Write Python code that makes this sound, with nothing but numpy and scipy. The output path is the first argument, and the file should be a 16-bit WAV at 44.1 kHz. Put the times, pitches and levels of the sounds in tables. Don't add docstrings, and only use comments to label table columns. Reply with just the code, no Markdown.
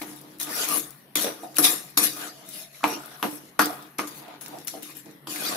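import sys
import numpy as np
from scipy import signal
from scipy.fft import rfft, irfft
from scipy.io import wavfile
from scipy.ndimage import uniform_filter1d

SR = 44100
rng = np.random.default_rng(int(sys.argv[2]) if len(sys.argv) > 2 else 0)


def write(x):
    x = np.atleast_2d(x).T
    wavfile.write(sys.argv[1], SR, np.round(np.clip(x, -1, 1) * 32767).astype(np.int16))


N = 245195
HZ = np.fft.rfftfreq(N, 1 / SR)
# (frequency [Hz], level [dB])
EDGE_TONE = [(880, -34), (1500, -11.5), (1820, -5.5), (1970, -11.5), (2580, -8), (3150, -10.5),
             (3780, -10.5), (4390, -7), (5530, -7.5), (8770, -4.5), (10000, 3), (11200, 5.5), (12600, 0.5),
             (14000, -3.5), (15600, -5), (16500, -63)]


def scrapes():
    gains, furrow_hz = drag_curves()
    edge = colour(patchy(grit(per_s=8000, spread_db=-5), 5.16, frames=36, bins=3), EDGE_TONE)
    slips = colour(grit(per_s=460, spread_db=3), EDGE_TONE)
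    low_edge = signal.sosfiltfilt(signal.butter(3, 7000, fs=SR, output="sos"), edge)
    hiss = unit_level(edge - low_edge) + 0.28 * unit_level(slips)
    rasp = unit_level(low_edge) + 0.44 * unit_level(pan(edge, lo_hz=2000, hi_hz=7000))
    rasp += 0.45 * unit_level(high_ring(slips)) + 0.37 * unit_level(slips)
    # (frequency [Hz], level [dB])
    wall_tone = [(240, -106), (400, 8), (566, 1.5), (667, 6.5), (816, 2.5), (1190, 5), (2770, -3),
                 (4000, -2), (5200, -11), (8800, -120)]
    shake = colour(patchy(grit(per_s=1700, spread_db=0), 2.5, frames=40, bins=2), wall_tone)
    furrow = glide(glide(shake, furrow_hz, 180), furrow_hz, 320)
    wall = unit_level(shake) + 0.52 * unit_level(pan(shake, lo_hz=500, hi_hz=3000))
    wall += amp(-6) * unit_level(furrow)
    push = grit(per_s=600, spread_db=-15)
    bottom = unit_level(pan(push, lo_hz=100, hi_hz=500)) + 0.45 * unit_level(ring_twice(push, 290, 300))
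    return sum(gain * unit_level(layer) for gain, layer in zip(gains, (hiss, rasp, wall, bottom)))


def drag_curves():
    # (start [s], rise [s], hold [s], hiss [dB], rasp [dB], wall [dB], bottom [dB], furrow pitch [Hz])
    drags = [(0, .001, 0.0047, -43, -48, -57, -63, 870),
             (0.013, 0.0047, 0.0089, -34, -39.5, -33.5, -35.5, 850),
             (0.055, 0.012, 0.059, -45, -47, -45.5, -42.5, 910),
             (0.104, 0.071, .005, -48.5, -50, -52, -63, 860),
             (0.182, 0.025, 0.16, -56, -55.5, -53.5, -48, 900),
             (0.395, 0.01, 0.027, -27.5, -32.5, -44, -48, 1420),
             (0.442, 0.031, 0.029, -46, -40, -36, -36, 830),
             (0.491, 0.084, 0.073, -26, -27.5, -30.5, -37.5, 1460),
             (0.665, 0.023, 0.069, -23.5, -28, -32, -33.5, 1150),
             (0.74, 0.033, .005, -21, -47, -34.5, -34.5, 1180),
             (1.154, 0.002, 0.071, -22.5, -27, -33, -33.5, 1230),
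             (1.183, 0.087, 0.011, -37, -40, -25, -30.5, 524),
             (1.39, 0.044, 0.0099, -45, -45.5, -56, -40.5, 694),
             (1.478, 0.036, .04, -59, -52, -56, -46, 700),
             (1.555, 0.0089, 0.0053, -30, -33.5, -56, -43, 1130),
             (1.584, 0.0013, 0.0037, -13, -47, -20, -18.5, 1200),
             (1.625, 0.021, 0.0082, -11, -15.5, -26.5, -28.5, 1180),
             (1.687, 0.0056, 0.04, -21.5, -50, -34.5, -33, 1170),
             (1.972, 0.0025, 0.002, -13.5, -18.5, -26.5, -26, 1110),
             (1.998, 0.02, 0.0094, -29, -24.5, -32, -29, 1180),
             (2.024, 0.01, 0.017, -16, -21.5, -44, -48, 1200),
             (2.134, 0.033, 0.11, -38, -39, -38, -44, 1310), (2.2, 0.017, 0.017, -66, -39, -37, -79, 1670),
             (2.308, 0.048, 0.08, -62, -48.5, -56, -51.5, 665),
             (2.451, 0.089, 0.085, -38.5, -40.5, -52.5, -56.5, 620),
             (2.706, 0.052, 0.072, -49.5, -48.5, -60, -78, 1320),
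             (2.835, 0.003, 0.099, -35, -32.5, -33.5, -30.5, 890),
             (2.968, 0.03, 0.16, -48.5, -54.5, -43, -69, 1500),
             (3.156, 0.041, 0.021, -45, -56, -47.5, -73, 1090),
             (3.231, 0.00097, 0.023, -35.5, -38.5, -28.5, -24, 880),
             (3.252, 0.013, 0.11, -40, -48, -62, -43.5, 740), (3.407, .02, 0.064, -57, -52, -71, -56, 1010),
             (3.591, 0.00084, 0.028, -25.5, -25.5, -19, -24.5, 1340),
             (3.674, 0.02, 0.049, -44.5, -58, -60, -39.5, 712),
             (3.788, 0.014, 0.077, -71, -59, -54.5, -53, 900),
             (3.982, 0.0018, 0.004, -44, -33, -36.5, -39, 1190),
             (3.989, 0.0011, 0.0057, -36, -38, -27, -27, 1150),
             (4.069, 0.0054, 0.0033, -35.5, -40, -44, -40, 746),
             (4.107, 0.057, 0.041, -41.5, -49.5, -45, -48.5, 910),
             (4.2, 0.028, 0.13, -82, -56.5, -42.5, -50, 915),
             (4.409, 0.0015, .01, -37.5, -45.5, -43.5, -67, 930),
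             (4.424, 0.012, 0.14, -52, -50.5, -45, -43.5, 880),
             (4.565, 0.022, 0.032, -52, -47.5, -52, -46.5, 805),
             (4.669, 0.003, 0.0054, -30.5, -36.5, -53, -53, 1600),
             (4.721, 0.014, 0.059, -51, -47.5, -50.5, -36.5, 676),
             (4.823, 0.0015, 0.027, -40.5, -41, -59, -58, 740),
             (4.85, 0.013, 0.048, -46, -44, -53.5, -52.5, 1190),
             (4.949, 0.0029, 0.044, -44, -48, -67, -49.5, 860),
             (5.051, 0.0027, 0.067, -70, -55, -55, -42, 815),
             (5.27, 0.0018, 0.034, -40, -39.5, -45, -37, 1010),
             (5.289, 0.023, 0.028, -32.5, -30, -45, -57, 1060),
             (5.33, 0.027, 0.068, -35.5, -35.5, -35, -36.5, 1570),
             (5.402, 0.052, 0.05, -30.5, -28, -35.5, -29, 1270),
             (5.505, 0.014, 0.057, -37, -38, -29, -40, 1120)]
    columns = np.transpose(drags)
    timing, levels_db, pitch_hz = columns[:3], columns[3:7], columns[7]
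    # (quick drop [dB/s], lingering part [dB], its fade [dB/s])
    fades = [(410, -8, 163), (226, -12.5, 87), (370, -9, 97), (171, -12.5, 140)]
    powers = [drag_power(timing, db, *fade) for db, fade in zip(levels_db, fades)]
    wall_power = powers[2]
    furrow_hz = (pitch_hz @ wall_power + pitch_hz[0] * 1e-20) / (wall_power.sum(axis=0) + 1e-20)
    gains = [ms_to_samples(np.sqrt(power.sum(axis=0))) for power in powers]
    return gains, ms_to_samples(furrow_hz)


def drag_power(timing, top_db, drop, linger_db, slow_fade, rise_from_db=-11.5):
    start, rise, hold = timing[:, :, None]
    since_start = np.arange(N * 1000 // SR + 2) / 1000 - start
    since_lift = np.maximum(since_start - rise - hold, 0)
    rising = amp(2 * rise_from_db * np.clip(1 - since_start / rise, 0, 1)) * (since_start >= 0)
    falling = amp(-2 * drop * since_lift) + amp(2 * (linger_db - slow_fade * since_lift))
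    return amp(2 * top_db[:, None]) * rising * falling


def knocks():
    # (time [s], blow [dB], clack [dB], crack [dB], blow pitch [Hz], rim [dB], clack pitch [Hz])
    hits = [(0.016, -26, -22.5, -41, 735, -27, 2210), (0.4, -38, -53, -16.5, 1000, -27, 1900),
            (0.413, -31.5, -45, -16, 1000, -14, 2580), (0.687, -45, -48, -13.5, 1230, -44, 1900),
            (0.725, -22, -45, -26, 1080, -35, 1900), (0.77, -27, -47, -21, 1110, -44, 1900),
            (1.156, -18.5, -17, -5, 1310, -35, 2250), (1.172, -45, -24, -16, 1200, -40, 2190),
            (1.244, -18.5, -39, -12, 506, -8.5, 1900), (1.568, -26.5, -19, -11, 1190, -45, 2640),
            (1.584, -14.5, -10.5, -3, 1250, -41, 5500), (1.643, -20.5, -18, -7, 790, 4, 3650),
            (1.65, -30, -8.5, -19, 1200, -0.5, 3700), (1.668, -19.5, -26, -5, 1150, -6, 3730),
            (1.975, -13.5, -29, -0.5, 1030, -8, 4540), (2.04, -30, -26, -7, 1300, -35, 5200),
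            (2.745, -44, -37, -50, 1550, -55, 2290), (2.832, -16.5, -51, -47, 1240, -44, 1900),
            (2.84, -2.5, -6, -56, 910, -27, 2280), (3.227, -10, -13.5, -18, 1070, -20, 2780),
            (3.593, 0.5, -3, -9, 1130, -37, 1410), (3.985, -28, -26, -15, 1180, -37, 2180),
            (3.992, -11, -14, -38, 1090, -47, 2000), (4.673, -46, -41, -16.5, 1400, -47, 3470),
            (4.681, -28.5, -28, -12.5, 1400, -31, 2000), (5.271, -25.5, -25.5, -34, 1030, -41, 3220),
            (5.36, -39, -21, -21, 1070, -50, 2120)]
    thud_boost_db, clank_boost_db = 30.5, 16.5
    blows, cracks, rims, thuds, clanks = np.zeros((5, 2, N))
    t = np.arange(6000) / SR
    for start, blow_db, clack_db, crack_db, blow_hz, rim_db, clack_hz in hits:
        noise = rng.standard_normal((8, len(t)))
        first_wave = 4 * (t == 0) + 0.6 * noise[0] * decay(t, 0.004)
        rattle = 0.21 * noise[2:4] * decay(t, 0.11) * np.minimum(t / 0.00081, 1)
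        force = first_wave + rattle
        blow = ring(ring(force, blow_hz, 0.5 * blow_hz), blow_hz, 0.77 * blow_hz)
        clack = ring(ring(force, clack_hz, 560), clack_hz, 600)
        add(blows, start + 0.000865, with_peak(blow, blow_db) + with_peak(clack, clack_db))
        add(thuds, start, amp(blow_db + thud_boost_db) * np.ones((2, 1)))
        tap = ring(np.ones((2, 1)) * (t == 0), blow_hz, blow_hz)
        add(clanks, start + 0.001036, amp(blow_db + clank_boost_db) * tap / tap.max())
        add(cracks, start, amp(crack_db) * noise[4:6] * (decay(t, 0.011) + 0.081 * decay(t, 0.13)))
        add(rims, start, amp(rim_db) * noise[6:] * decay(t, 0.053))
    bare_rim = pan(rims, lo_hz=3000, hi_hz=7000)
    boom = pan(thuds, lo_hz=100, hi_hz=500)
    clank = pan(clanks + amp(-42) * blows, lo_hz=100, hi_hz=3000)
    crack = colour(cracks, EDGE_TONE)
    return blows + boom + clank + crack + amp(10) * high_ring(crack) + amp(22.5) * bare_rim


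def pan(x, lo_hz, hi_hz):
    # (pitch [Hz], level [dB], time to fade by 60 dB [s])
    notes = [(215, -12, .15), (299, -1, .2), (313, -7, .17), (453, -10, .2), (630, -12, .15),
             (726, -3, .15), (871, -9, .15), (1003, -12, .12), (1165, -11, .12), (1233, -4, .15),
             (1408, -9, .12), (1470, -10, .12), (1629, -9, .12), (1900, -14, .1), (2073, -18, .08),
             (2450, -16, .1), (3530, -11, .04), (3705, -9, .05), (3860, -12, .05), (4750, -15, .04),
             (5725, -12, .04)]
    return sum(amp(db) * fade_s * 10 * ring(x, hz, 1.44 / fade_s)
               for hz, db, fade_s in notes if lo_hz <= hz < hi_hz)


def high_ring(x):
    # (pitch [Hz], level [dB], ring length [s])
    resonances = [(2780, -13, 0.052), (3420, 3, 0.024), (4190, 5.5, 0.048), (4470, 0, 0.043),
                  (5370, 5.5, 0.014), (5880, 7, 0.048), (6250, 4, 0.025), (6630, -0.5, 0.018),
                  (7200, 0, 0.086), (7680, -26, 0.15), (8320, -29, 0.15), (9090, -19, 0.064)]
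    return sum(amp(db) * ring(x, hz, 1.02 / ring_s) for hz, db, ring_s in resonances)


def ticks():
    # (time [s], peak level [dB], dullness [0-1])
    bursts = [(0.162, -23, 0), (0.214, -22, 0.01), (0.386, -24, 0), (0.43, -9, 0.15), (0.797, -9, 0.07),
              (0.906, -21, 0.03), (1.545, -27, 1), (1.849, -27, 0), (2.018, -8, 0), (2.4897, -17.5, 0),
              (3.059, -18, 0), (3.1582, -40, 0.6), (3.173, -38, 0.3), (3.3566, -24, 0), (3.658, -4.5, 0),
              (3.825, -25.5, 0.4), (4.075, -23, 0.6), (4.156, -42, 0.1), (4.177, -25, 0), (4.282, -34, 0.6),
              (4.4113, -23, 0.3), (4.4613, -17.5, 0.58), (4.482, -20, 0.04), (4.586, -24, 0.5),
              (4.83, -17, 0), (4.876, -27, 0), (4.902, -24, 0), (5.059, -30.5, 1), (5.1116, -33.5, 0.2)]
    out, t = np.zeros((2, N)), np.arange(1500) / SR
    for start, db, dullness in bursts:
        burst = rng.standard_normal((2, len(t))) * (decay(t, 0.0049) + 0.48 * decay(t, 0.053))
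        lowest_hz = 9000 * amp(-25 * dullness)
        burst = signal.lfilter(*signal.butter(2, lowest_hz, "high", fs=SR), burst)
        add(out, start, amp(db) * burst / abs(burst).max(axis=1)[:, None])
    return out


def plops():
    # (time [s], peak level [dB], pitch [Hz], settling time [s])
    lumps = [(1.433, -25, 734, 0.15), (2.808, -35, 1190, 0.079), (3.701, -23.5, 740, 0.19),
             (4.278, -33, 690, 0.12), (4.532, -24.5, 730, 0.12), (4.739, -25, 685, 0.13),
             (5.058, -42, 815, 0.13)]
    out, t = np.zeros((2, N)), np.arange(6000) / SR
    rise_s = 0.002
    for start, db, hz, settle_s in lumps:
        noise = rng.standard_normal((3, len(t)))
        slap = 8.4 * (abs(t - rise_s) < 0.5 / SR) + noise[0] * decay(t, 0.021)
        wobble = 0.55 * noise[1:] * amp(-60 * (t / settle_s) ** 1.45)
        force = (slap + wobble) * np.minimum(t / rise_s, 1)
        thud = ring(ring(ring(force, hz, 280), 0.91 * hz, 260), 1.03 * hz, 260)
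        add(out, start - rise_s, with_peak(thud, db))
    return out + amp(-28) * pan(out, lo_hz=100, hi_hz=1500)


def clinks():
    # (time [s], peak level [dB])
    events = [(1.9001, -34), (4.647, -26), (4.739, -45), (4.967, -24)]
    # (pitch [Hz], level [dB])
    tones = [(10600, 0), (11900, 6)]
    out, t = np.zeros((2, N)), np.arange(3000) / SR
    for start, db in events:
        jolt = rng.standard_normal((2, len(t))) * decay(t, 0.05)
        clink = sum(amp(tone_db) * ring_twice(jolt, hz, 600) for hz, tone_db in tones)
        add(out, start, with_peak(clink, db))
    return out


def hum():
    # (start [s], top [s], end [s], pitch [Hz], width [Hz], level [dB])
    swell = (2, 2.5, 3.5, 650, 107, -54)
    start, top, end, hz, width, db = swell
    tone = unit_level(ring_twice(rng.standard_normal((2, N)), hz, width))
    return amp(db) * tone * np.sqrt(np.interp(np.arange(N) / SR, [start, top, end], [0, 1, 0]))


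def stove():
    # (frequency [Hz], level [dB])
    simmer_tone = [(15, -53), (25, -33), (97, -37), (138, -4), (197, -3.5), (378, -8), (470, -13.5),
                   (1680, -15), (1830, -13.5), (2460, -19), (4360, -24.5), (7110, -42), (11600, -17),
                   (15200, -30), (16500, -56)]
    flame_hz = 141
    simmer = colour(patchy(grit(per_s=5600, spread_db=2.5), 3.6, frames=60, bins=2), simmer_tone)
    drone = ring(ring(rng.standard_normal((2, N)), flame_hz, 8), flame_hz, 16)
    rumble = ring_twice(rng.standard_normal((2, N)), hz=60, width=62)
    return amp(-50) * unit_level(simmer) + amp(-56.5) * unit_level(drone) + amp(-83) * unit_level(rumble)


def kitchen(x):
    # (frequency [Hz], time to fade by 60 dB [s])
    fade_times = [(120, 0.77), (330, 0.55), (870, 0.48), (2300, 0.44), (6000, 0.44), (14000, 0.74)]
    echoes = np.zeros((2, SR // 2))
    grid = np.arange(200, SR // 2 - 20, 20)
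    arrivals = grid + rng.integers(0, 20, (2, len(grid)))
    np.put_along_axis(echoes, arrivals, rng.choice([-1., 1.], arrivals.shape), 1)
    hz, t, bands = signal.stft(echoes, SR, nperseg=256)
    tail = signal.istft(bands * decay(t, look_up(fade_times, hz)[:, None]), SR, nperseg=256)[1]
    return signal.fftconvolve(x, tail / np.linalg.norm(tail[0]), axes=1)[:, :N]


def grit(per_s, spread_db):
    size = amp(spread_db * np.minimum(rng.exponential(1, N), 5)) * (rng.random(N) < per_s / SR)
    return np.sqrt(abs(uniform_filter1d(size, size=24))) * rng.standard_normal((2, N))


def patchy(x, patch_db, frames, bins):
    bands = signal.stft(x, nperseg=256, noverlap=192)[2]
    patches = uniform_filter1d(rng.standard_normal(bands.shape[1:]), size=bins, axis=0)
    patches = unit_level(uniform_filter1d(patches, size=frames, axis=1))
    return signal.istft(bands * amp(patch_db * patches), nperseg=256, noverlap=192)[1][:, :N]


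def ring(x, hz, width):
    return signal.lfilter(*signal.iirpeak(hz, hz / width, SR), x)


def ring_twice(x, hz, width):
    return ring(ring(x, hz, width), hz, width)


def glide(x, hz, width):
    turn = np.exp(2j * np.pi * np.cumsum(hz) / SR)
    memory = np.exp(-np.pi * width / SR)
    return 2 * (turn * signal.lfilter([1 - memory], [1, -memory], x / turn)).real


def colour(x, tone):
    return irfft(rfft(x) * amp(look_up(tone, HZ)), N)


def look_up(table, hz):
    row_hz, values = np.transpose(table)
    return np.interp(np.log(hz + 1), np.log(row_hz + 1), values)


def amp(db):
    return 10 ** (np.asarray(db) / 20)


def decay(t, fade_s):
    return amp(-60 * t / fade_s)


def unit_level(x):
    return x / np.sqrt(np.mean(x ** 2) + 1e-20)


def with_peak(x, db):
    return amp(db) * x / abs(x).max()


def ms_to_samples(curve):
    return np.interp(np.arange(N) * 1000 / SR, np.arange(len(curve)), curve)


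def add(mix, start_s, sound):
    part = mix[:, round(start_s * SR):][:, :sound.shape[1]]
    part += sound[:, :part.shape[1]]


def scene():
    hits = knocks() + ticks() + clinks() + plops()
    stirring = hits + amp(-9) * kitchen(hits) + scrapes() + hum()
    bass_cut = signal.butter(2, 125, "high", fs=SR, output="sos")
    left, other = rfft(signal.sosfilt(bass_cut, stirring) + stove())
    # (frequency [Hz], left-right likeness [0-1])
    likeness = [(60, 0.43), (150, 1), (380, 0.78), (950, 0.12), (2380, 0), (5980, -0.0), (15000, 0.0066)]
    same = look_up(likeness, HZ)
    right = same * left + np.sqrt(1 - same ** 2) * other
    return irfft(np.array([left, right]), N)


def record(dry):
    # (frequency [Hz], left above right [dB])
    balance = [(60, -1), (99, -8), (160, 5), (270, -3), (450, 0.5), (740, -2), (1220, 3.5), (2010, 4.5),
               (3330, 2.5), (5500, -2), (9080, 5), (15000, 30)]
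    # (frequency [Hz], level [dB])
    mic_tone = [(25, 1), (45, 9.5), (75, -5), (100, 1.5), (125, -5), (15200, -4.5), (15600, -7),
                (15900, -27), (17000, -53)]
    lean = amp(look_up(balance, HZ))
    ports = np.array([lean, np.ones(len(HZ))]) * np.sqrt(2 / (1 + lean ** 2))
    heard = irfft(rfft(dry) * ports * amp(look_up(mic_tone, HZ)), N) * amp(0.5)
    heard = 0.95 * np.tanh(heard / 0.95)
    top_cut = signal.firwin(511, cutoff=16800, window=("kaiser", 13), fs=SR)
    return signal.oaconvolve(heard, top_cut[None], "same")


dry = scene()
out = record(dry)
write(out)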